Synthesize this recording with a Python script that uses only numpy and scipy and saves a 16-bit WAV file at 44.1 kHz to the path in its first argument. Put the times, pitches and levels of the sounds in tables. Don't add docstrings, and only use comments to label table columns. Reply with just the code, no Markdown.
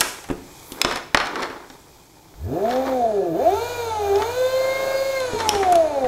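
import sys
import numpy as np
from scipy import signal
from scipy.fft import rfft, irfft, next_fast_len
from scipy.io import wavfile
from scipy.ndimage import uniform_filter1d

SR = 44100
rng = np.random.default_rng(int(sys.argv[2]) if len(sys.argv) > 2 else 0)


def master(y):
    cut = np.clip(np.atleast_2d(y).T, -1, 1)
    pcm = np.round(cut * 32767)
    wavfile.write(sys.argv[1], SR, pcm.astype(np.int16))


N = 267907

# (frequency [Hz], relative density [dB])
ROOM_SPECTRUM = [(12, -39), (20, 0.5), (163, 1), (193, -8), (337, 0), (542, -11), (873, -3.5), (1370, -31),
                 (2670, -22.5), (5380, -18.5), (8650, -29.5), (12400, -23), (16000, -24)]
# (centre [s], Gaussian sigma [s], level [dB])
SLEEVE_PASS = (0.71, 0.058, -46)
# (start [s], peak [s], end [s], relative scrape [dB], rustle [dB])
DRAGS = [(-0.05, 0.001, 0.22, -33.5, -27), (0.0, 0.603, 1.2, -55.5, -47), (0.722, 0.867, 1.05, -32, -44),
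         (1.157, 1.2, 1.55, -42.5, -63), (1.255, 1.404, 1.637, -31, -54), (1.006, 1.706, 4.9, -61, -54.5),
         (2.304, 2.7, 4.6, -53, -62), (2.627, 2.725, 2.84, -34, -56), (2.801, 2.88, 2.967, -32.5, -56),
         (4.13, 4.215, 4.22, -36, -46), (5.1, 5.499, 5.97, -33.5, -39.5), (5.899, 6.077, 5.9, -42, -53)]
# (frequency [Hz], relative density [dB])
SCRAPE_SPECTRUM = [(59, -42), (100, -27), (185, -7), (266, 2.5), (429, 5.5), (768, -4.5), (881, 3.5),
                   (2300, -11), (2640, -25), (3350, -15.5), (6000, -26), (7800, -61), (13200, -120)]
# (frequency [Hz], relative density [dB])
RUSTLE_SPECTRUM = [(1470, -11.5), (2500, 8.5), (2700, -17), (3180, 3.5), (3720, 1.5), (4800, 0.5),
                   (6300, 2.5), (7710, 3), (9290, -4), (12000, -2), (16000, -27.5)]

# (time [s], snap [dB], clack [dB], tick [dB], bench thud [dB])
SINGLE_KNOCKS = [(0.0074, -9.5, -11, 0, -16), (0.0111, -4.5, 0, -12, -41), (0.0163, -30, -9.5, -19, -26),
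                 (0.2409, -37, -26, -34, -51), (0.2879, -48, -24, -36, -23), (0.3006, -44, -17, -41, -10),
                 (0.3115, -44, -41, -35, -5), (0.7199, -25.5, -37, -25, -20.5),
                 (0.8155, 1.5, -8, -7.5, -37), (0.8481, -2.5, 2, -26, -2), (0.9111, -20, -10.5, -38, -36),
                 (0.9578, -20, -16, -27, -29), (1.1461, -3.5, 7.5, -17, -6), (1.1722, -6, 2.5, -56, -38),
                 (1.2009, -15, -6.5, -43, -37), (1.3565, -23.5, -13.5, -38, -40),
                 (1.4318, -24, -15, -52, -24), (1.5, -43, -20, -51, -27), (1.7003, -35, -31, -65, -32),
                 (2.339, -61, -41, -56, -38), (2.8605, -34, -22, -46, -33), (4.157, -24, -34, -46, -42),
                 (4.2203, -21, -12.5, -42, -26), (5.2024, -25, -35, -28, -31), (5.3344, -30, -32, -45, -11),
                 (5.4913, -2, -25, -9, -16), (5.5499, -21, -16.5, -31, -10), (5.6298, -29, -10.5, -37, -17),
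                 (5.7237, -26, -13, -19, -22), (5.7551, -19, -24, -22, -18), (6.0439, -36, -18, -45, -12.5)]
# (start [s], length [s], maximum relative snap [dB])
TUMBLES = [(0.921, 0.062, -24), (1.184, 0.1, -26.5), (1.398, 0.045, -22.5), (2.683, 0.046, -27),
           (2.719, 0.05, -34), (5.385, 0.049, -22)]
# (snap [dB], clack [dB], tick [dB], thud [dB])
TUMBLE_OFFSETS_DB = (3, 9, -12, -6.5)
# (low [Hz], high [Hz], T60 factor [1])
BURST_BANDS = [(2590, 5400, 0.75), (600, 1890, 2.47), (5560, 11200, 0.71)]
# (frequency [Hz], width [Hz], gain [dB])
SNAP_MODES = [(3500, 900, -9.5), (4470, 99, 0), (5200, 160, -3)]
# (frequency [Hz], gain [dB], T60 [s])
BENCH_MODES = [(45, -11.5, 0.19), (137, -10.5, 0.082), (193, -10.5, 0.09), (262, -3, 0.17),
               (293.7, 3.5, 0.079), (350, -1.5, 0.16), (428.2, -1, 0.21), (494, -8, 0.21)]

# (start [s], end [s])
THROTTLE_HOLDS = [(2.42, 2.94), (3.299, 3.86), (4.03, 5.17)]
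# (time [s], slot rate [Hz])
SLOT_RATE = [(2.36, 39.84), (2.46, 97.9), (2.58, 183.7), (2.65, 224.7), (2.73, 253.5), (2.86, 269.2),
             (2.96, 254.6), (3.1, 214.8), (3.34, 152.4), (3.47, 345), (3.56, 444), (3.63, 474.8),
             (3.71, 487), (3.8, 477), (4.03, 405.6), (4.13, 392.7), (4.27, 466), (4.37, 505), (4.49, 518.4),
             (4.8, 534.8), (5.1, 540), (5.18, 529.3), (5.45, 438.1), (5.81, 323.4), (6.07, 244.6)]
# (shaft order [1], drive [dB])
BENCH_PULL = [(4, -41), (6, -51), (20, -27)]
# (slot harmonic [1], level re carrier [dB])
CHOPPER_SIDEBANDS = [(1, -11), (2, -12), (3, -12)]
# (frequency [Hz], relative density [dB])
BRUSH_SPECTRUM = [(500, -16.5), (900, 0), (1500, -13), (3000, -7), (6000, -11), (12000, -14.5),
                  (16000, -34)]
# (frequency [Hz], width [Hz], gain [dB])
CASING_MODES = [(82, 20, -9), (267, 38, -14), (317.4, 17, -7), (436, 37, 2.5), (517, 14, 1), (659.7, 73, 7),
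                (924, 43, -14), (1180, 130, -22), (1690, 320, -13.5), (2166, 850, -82.5)]
# (frequency [Hz], width [Hz], gain [dB])
SHELL_MODES = [(2370, 134, -3), (3420, 80, -20), (3608, 104, -1), (4158, 146, 5.5), (4850, 50, 1),
               (4910, 77, -7), (6550, 460, 1), (7460, 185, 4.5), (7490, 380, 2.5), (7860, 140, -29),
               (10130, 240, -3)]
# (slot harmonic [1], relative level [dB])
UPPER_PARTIALS = [(5, 14), (6, 13), (7, 11.5), (8, 9.5), (9, 8), (10, 1.5), (11, -9), (12, -15), (13, -3),
                  (14, 3), (15, -1), (16, -2), (19, -10)]
# (slot harmonic [1], drive [dB], change when coasting [dB])
LOW_PARTIALS = [(1, -28.5, -3), (2, -28, 0.5), (3, -34, 0.5), (4, -43.5, 0.5)]
# (frequency [Hz], width [Hz], gain [dB])
MOUNT_MODES = [(96, 23, 0), (258, 27, 0), (337, 34, 2), (397, 16, 11), (422, 12, 6), (470, 8, 1),
               (514, 27, 6.7), (552, 44, -1.7), (632, 37, 11), (694, 49, 15.5), (768, 28, -9), (878, 76, 2),
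               (1028, 19, -9.7), (1328, 200, -5), (1598, 20, 0), (2129, 25, 12.4)]
MOUNT_SIGNS = [1, -1, 1, -1, 1, -1, -1, -1, -1, 1, 1, -1, -1, 1, -1, -1]

SLOTS, FULL_SLOT_HZ, CHOPPER_HZ = 20, 530, 13978
TIME_S = np.arange(N) / SR


def amp(db):
    return 10 ** (np.asarray(db) / 20)


def unit_rms(x):
    return x / np.sqrt(np.mean(x ** 2) + 1e-20)


def drift(rate_hz):
    r = np.exp(-2 * np.pi * rate_hz / SR)
    return unit_rms(signal.lfilter([1], [1, -2 * r, r * r], rng.standard_normal(N + SR))[SR:])


def butter(x, edges_hz, kind):
    return signal.sosfilt(signal.butter(2, edges_hz, kind, fs=SR, output="sos"), x)


def coloured(x, spectrum):
    size = next_fast_len(N)
    bin_hz = np.maximum(np.fft.rfftfreq(size, 1 / SR), 1)
    hz, db = np.transpose(spectrum)
    gain = amp(np.interp(np.log(bin_hz), np.log(hz), db))
    return unit_rms(irfft(rfft(x, size) * gain, size)[:N])


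def resonate(x, modes):
    out = 0
    for k, (hz, width_hz, db) in enumerate(modes):
        r = np.exp(-np.pi * width_hz / SR)
        b = (1 - r * r) / 2 * np.array([1, 0, -1])
        a = [1, -2 * r * np.cos(2 * np.pi * hz / SR), r * r]
        out = out + (-1) ** k * amp(db) * signal.lfilter(b, a, x)
    return out


def narrow_noise(hz, width_hz):
    return unit_rms(resonate(rng.standard_normal(N), [(hz, width_hz, 0)]))


def grains(rate_hz, spread_db, bed_rms):
    sizes = amp(spread_db * np.minimum(rng.exponential(1, N), 5)) * rng.choice([-1, 1], N)
    clicks = sizes * (rng.random(N) < rate_hz / SR)
    return unit_rms(clicks) + bed_rms * rng.standard_normal(N)


def room_tone(level_db=-49.5):
    return amp(level_db + 1.5 * drift(1.7)) * coloured(rng.standard_normal(N), ROOM_SPECTRUM)


def reverb(x, t60_s, wet_db):
    age_s = np.arange(int(0.6 * SR)) / SR
    tail = signal.lfilter([1], [1, -0.5], rng.standard_normal(len(age_s)))
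    tail *= amp(-60 * age_s / t60_s) * (age_s > 0.004)
    return amp(wet_db) * signal.fftconvolve(x, tail / np.sqrt(np.sum(tail ** 2)))[:N]


def sleeve_swish():
    centre_s, sigma_s, db = SLEEVE_PASS
    air = unit_rms(butter(rng.standard_normal(N), [10000, 15000], "band"))
    return amp(db) * np.exp(-0.5 * ((TIME_S - centre_s) / sigma_s) ** 2) * air


def cable_drag(swell_db=21):
    scrape = rustle = 0
    for start_s, peak_s, end_s, scrape_db, rustle_db in DRAGS:
        rise = (TIME_S - peak_s) / (peak_s - start_s)
        fall = (peak_s - TIME_S) / (end_s - peak_s)
        shape_db = swell_db * np.minimum(rise, fall)
        scrape += amp(scrape_db + shape_db)
        rustle += amp(rustle_db + shape_db)
    scrape *= amp(5 + 2.2 * drift(40))
    scrape *= coloured(grains(rate_hz=1500, spread_db=3.5, bed_rms=1.1), SCRAPE_SPECTRUM)
    rustle *= amp(0.5 * drift(30.6))
    rustle *= coloured(grains(rate_hz=3300, spread_db=3.5, bed_rms=1.6), RUSTLE_SPECTRUM)
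    return scrape + rustle


def tumble_knocks(per_run=6, range_db=12):
    return [(start_s + length_s * when, *(db - range_db * drop + np.array(TUMBLE_OFFSETS_DB)))
            for start_s, length_s, db in TUMBLES for when, drop in rng.random((per_run, 2))]


def bench_thuds(onsets, levels_db, spread_db=4, cutoff_hz=600):
    out = np.zeros(N)
    scatter_db = rng.normal(0, spread_db, (len(onsets), len(BENCH_MODES)))
    for (hz, db, t60_s), offsets_db in zip(BENCH_MODES, scatter_db.T):
        blows = np.zeros(N)
        blows[onsets] = amp(levels_db + db + offsets_db)
        r, w = amp(-60 / (t60_s * SR)), 2 * np.pi * hz / SR
        out += signal.lfilter([0, np.sin(w)], [1, -2 * r * np.cos(w), r * r], blows + 1e-18)
    return butter(out, cutoff_hz, "low")


def plastic_knocks(base_t60_s=0.029, sharp_t60_s=0.018, sharp_above_db=-10):
    times_s, *band_db, thud_db = np.transpose(list(SINGLE_KNOCKS) + tumble_knocks())
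    onsets = (times_s * SR).astype(int)
    out = bench_thuds(onsets, thud_db - 17)
    t60s_s = np.where(band_db[0] > sharp_above_db, sharp_t60_s, base_t60_s)
    age_s = np.arange(4096) / SR
    bursts = rng.standard_normal((len(onsets), len(BURST_BANDS), len(age_s)))
    for k, (low_hz, high_hz, t60_factor) in enumerate(BURST_BANDS):
        track = np.zeros(N + len(age_s))
        for onset, db, t60_s, burst in zip(onsets, band_db[k], t60s_s, bursts[:, k]):
            envelope = amp(db + 2.5 - 60 * age_s / (t60_factor * t60_s))
            track[onset:onset + len(age_s)] += envelope * burst
        out += butter(track[:N], [low_hz, high_hz], "band")
        if k == 0:
            out += 1.5 * resonate(track[:N], SNAP_MODES)
    return out


def throttle_gain(open_db_per_s=250, close_db_per_s=198):
    ramps_db = [np.minimum(open_db_per_s * (TIME_S - on_s), close_db_per_s * (off_s - TIME_S))
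                for on_s, off_s in THROTTLE_HOLDS]
    return amp(np.minimum(0, np.max(ramps_db, axis=0)))


def turn_pattern(shaft_rad, points):
    angles_rad = np.linspace(0, 2 * np.pi, points, endpoint=False)
    return np.interp(shaft_rad, angles_rad, rng.standard_normal(points), period=2 * np.pi)


def bench_drone(shaft_rad, load, mode_hz=79, width_hz=10):
    pull = sum(amp(db) * np.sin(k * shaft_rad) for k, db in BENCH_PULL)
    rumble = amp(-41 + 9 * load) * rng.standard_normal(N)
    return 2 * resonate(pull + rumble, [(mode_hz, width_hz, 0)])


def chopper(shaft_rad):
    ripple = 1 + sum(2 * amp(db + 2.8 * drift(4.4)) * np.cos(k * SLOTS * shaft_rad)
                     for k, db in CHOPPER_SIDEBANDS)
    for k, phase_rad in enumerate(rng.uniform(0, 2 * np.pi, SLOTS - 1), 1):
        ripple += 0.3 / k ** 0.25 * np.cos(k * shaft_rad + phase_rad)
    carrier = np.sin(2 * np.pi * CHOPPER_HZ * TIME_S)
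    return unit_rms(ripple * carrier + 0.5 * narrow_noise(CHOPPER_HZ, width_hz=700))


def brush_hiss(shaft_rad):
    copper = 0.8 * turn_pattern(shaft_rad, points=1024)
    friction = rng.standard_normal(N) * (1 + 0.21 * np.cos(SLOTS * shaft_rad))
    hiss = coloured(copper + friction, BRUSH_SPECTRUM)
    return unit_rms(hiss + 2.07 * resonate(hiss, SHELL_MODES))


def casing_rattle(shaft_rad):
    flaws = turn_pattern(shaft_rad, points=256)
    return unit_rms(resonate(flaws + 1.1 * rng.standard_normal(N), CASING_MODES))


def shell_whine(shaft_rad):
    drive = sum(amp(db + 2.5 * drift(12)) * np.sin(k * SLOTS * shaft_rad) for k, db in UPPER_PARTIALS)
    return unit_rms(resonate(drive, SHELL_MODES) + 0.34 * drive)


def mount_whine(shaft_rad, throttle, fade_in):
    drive = fade_in * sum(amp(db + coast_db * (1 - throttle) + 2.2 * drift(18))
                          * np.sin(k * SLOTS * shaft_rad) for k, db, coast_db in LOW_PARTIALS)
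    whine = sum(sign * resonate(drive, [mode]) for mode, sign in zip(MOUNT_MODES, MOUNT_SIGNS))
    wobble = 1 + 0.092 * np.sin(shaft_rad)
    return np.sqrt(2) * whine * wobble


def motor(inertia_s=0.04, full_load_hz_per_s=870):
    slot_hz = uniform_filter1d(np.interp(TIME_S, *np.transpose(SLOT_RATE)), int(inertia_s * SR))
    shaft_rad = 2 * np.pi * np.cumsum(slot_hz) / (SR * SLOTS)
    speed = slot_hz / FULL_SLOT_HZ
    speed_oct = np.log2(speed)
    load = np.clip(np.gradient(slot_hz) * SR / full_load_hz_per_s, 0, 1)
    throttle = throttle_gain()
    fade_in = np.clip((TIME_S - SLOT_RATE[0][0]) / 0.18, 0, 1)
    rattle_db = -34.5 + speed_oct + 4 * load + 2 * drift(1.6)

    whine = mount_whine(shaft_rad, throttle, fade_in)
    upper = amp(-42 + 6.5 * speed_oct) * shell_whine(shaft_rad)
    rattle = amp(rattle_db) * casing_rattle(shaft_rad)
    hiss = amp(-39.5 + 7.5 * speed_oct) * brush_hiss(shaft_rad)
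    drone = (slot_hz > slot_hz[0]) * bench_drone(shaft_rad, load)
    ring = amp(-61) * narrow_noise(1715, width_hz=15)
    unbalance = amp(-47) * np.sqrt(2) * speed ** 2 * np.sin(shaft_rad)
    controller = amp(-48.5 + 4 * speed_oct) * throttle * chopper(shaft_rad)
    return whine + drone + controller + fade_in * (upper + rattle + hiss + ring + unbalance)


def scene():
    knocks, running, room = plastic_knocks(), motor(), room_tone()
    wet = reverb(knocks, t60_s=0.52, wet_db=-10.5) + reverb(running, t60_s=0.33, wet_db=-13)
    return (room + wet + cable_drag() + sleeve_swish() + knocks + running)[None]


def record(dry):
    threshold_db, release_db_per_s, smoothing_s, cutoff_hz = -4, 150, 0.0084, 15750
    over_db = np.maximum(20 * np.log10(np.abs(dry[0]) + 1e-9) - threshold_db, 0)
    release_db = release_db_per_s * TIME_S
    duck_db = np.maximum.accumulate(over_db + release_db) - release_db
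    r = np.exp(-1 / (smoothing_s * SR))
    levelled = dry * amp(-signal.lfilter([1 - r], [1, -r], duck_db))
    lowpass = signal.ellip(12, 0.5, 80, cutoff_hz, fs=SR, output="sos")
    return np.clip(signal.sosfilt(lowpass, levelled), -1, 1)


dry = scene()
out = record(dry)
master(out)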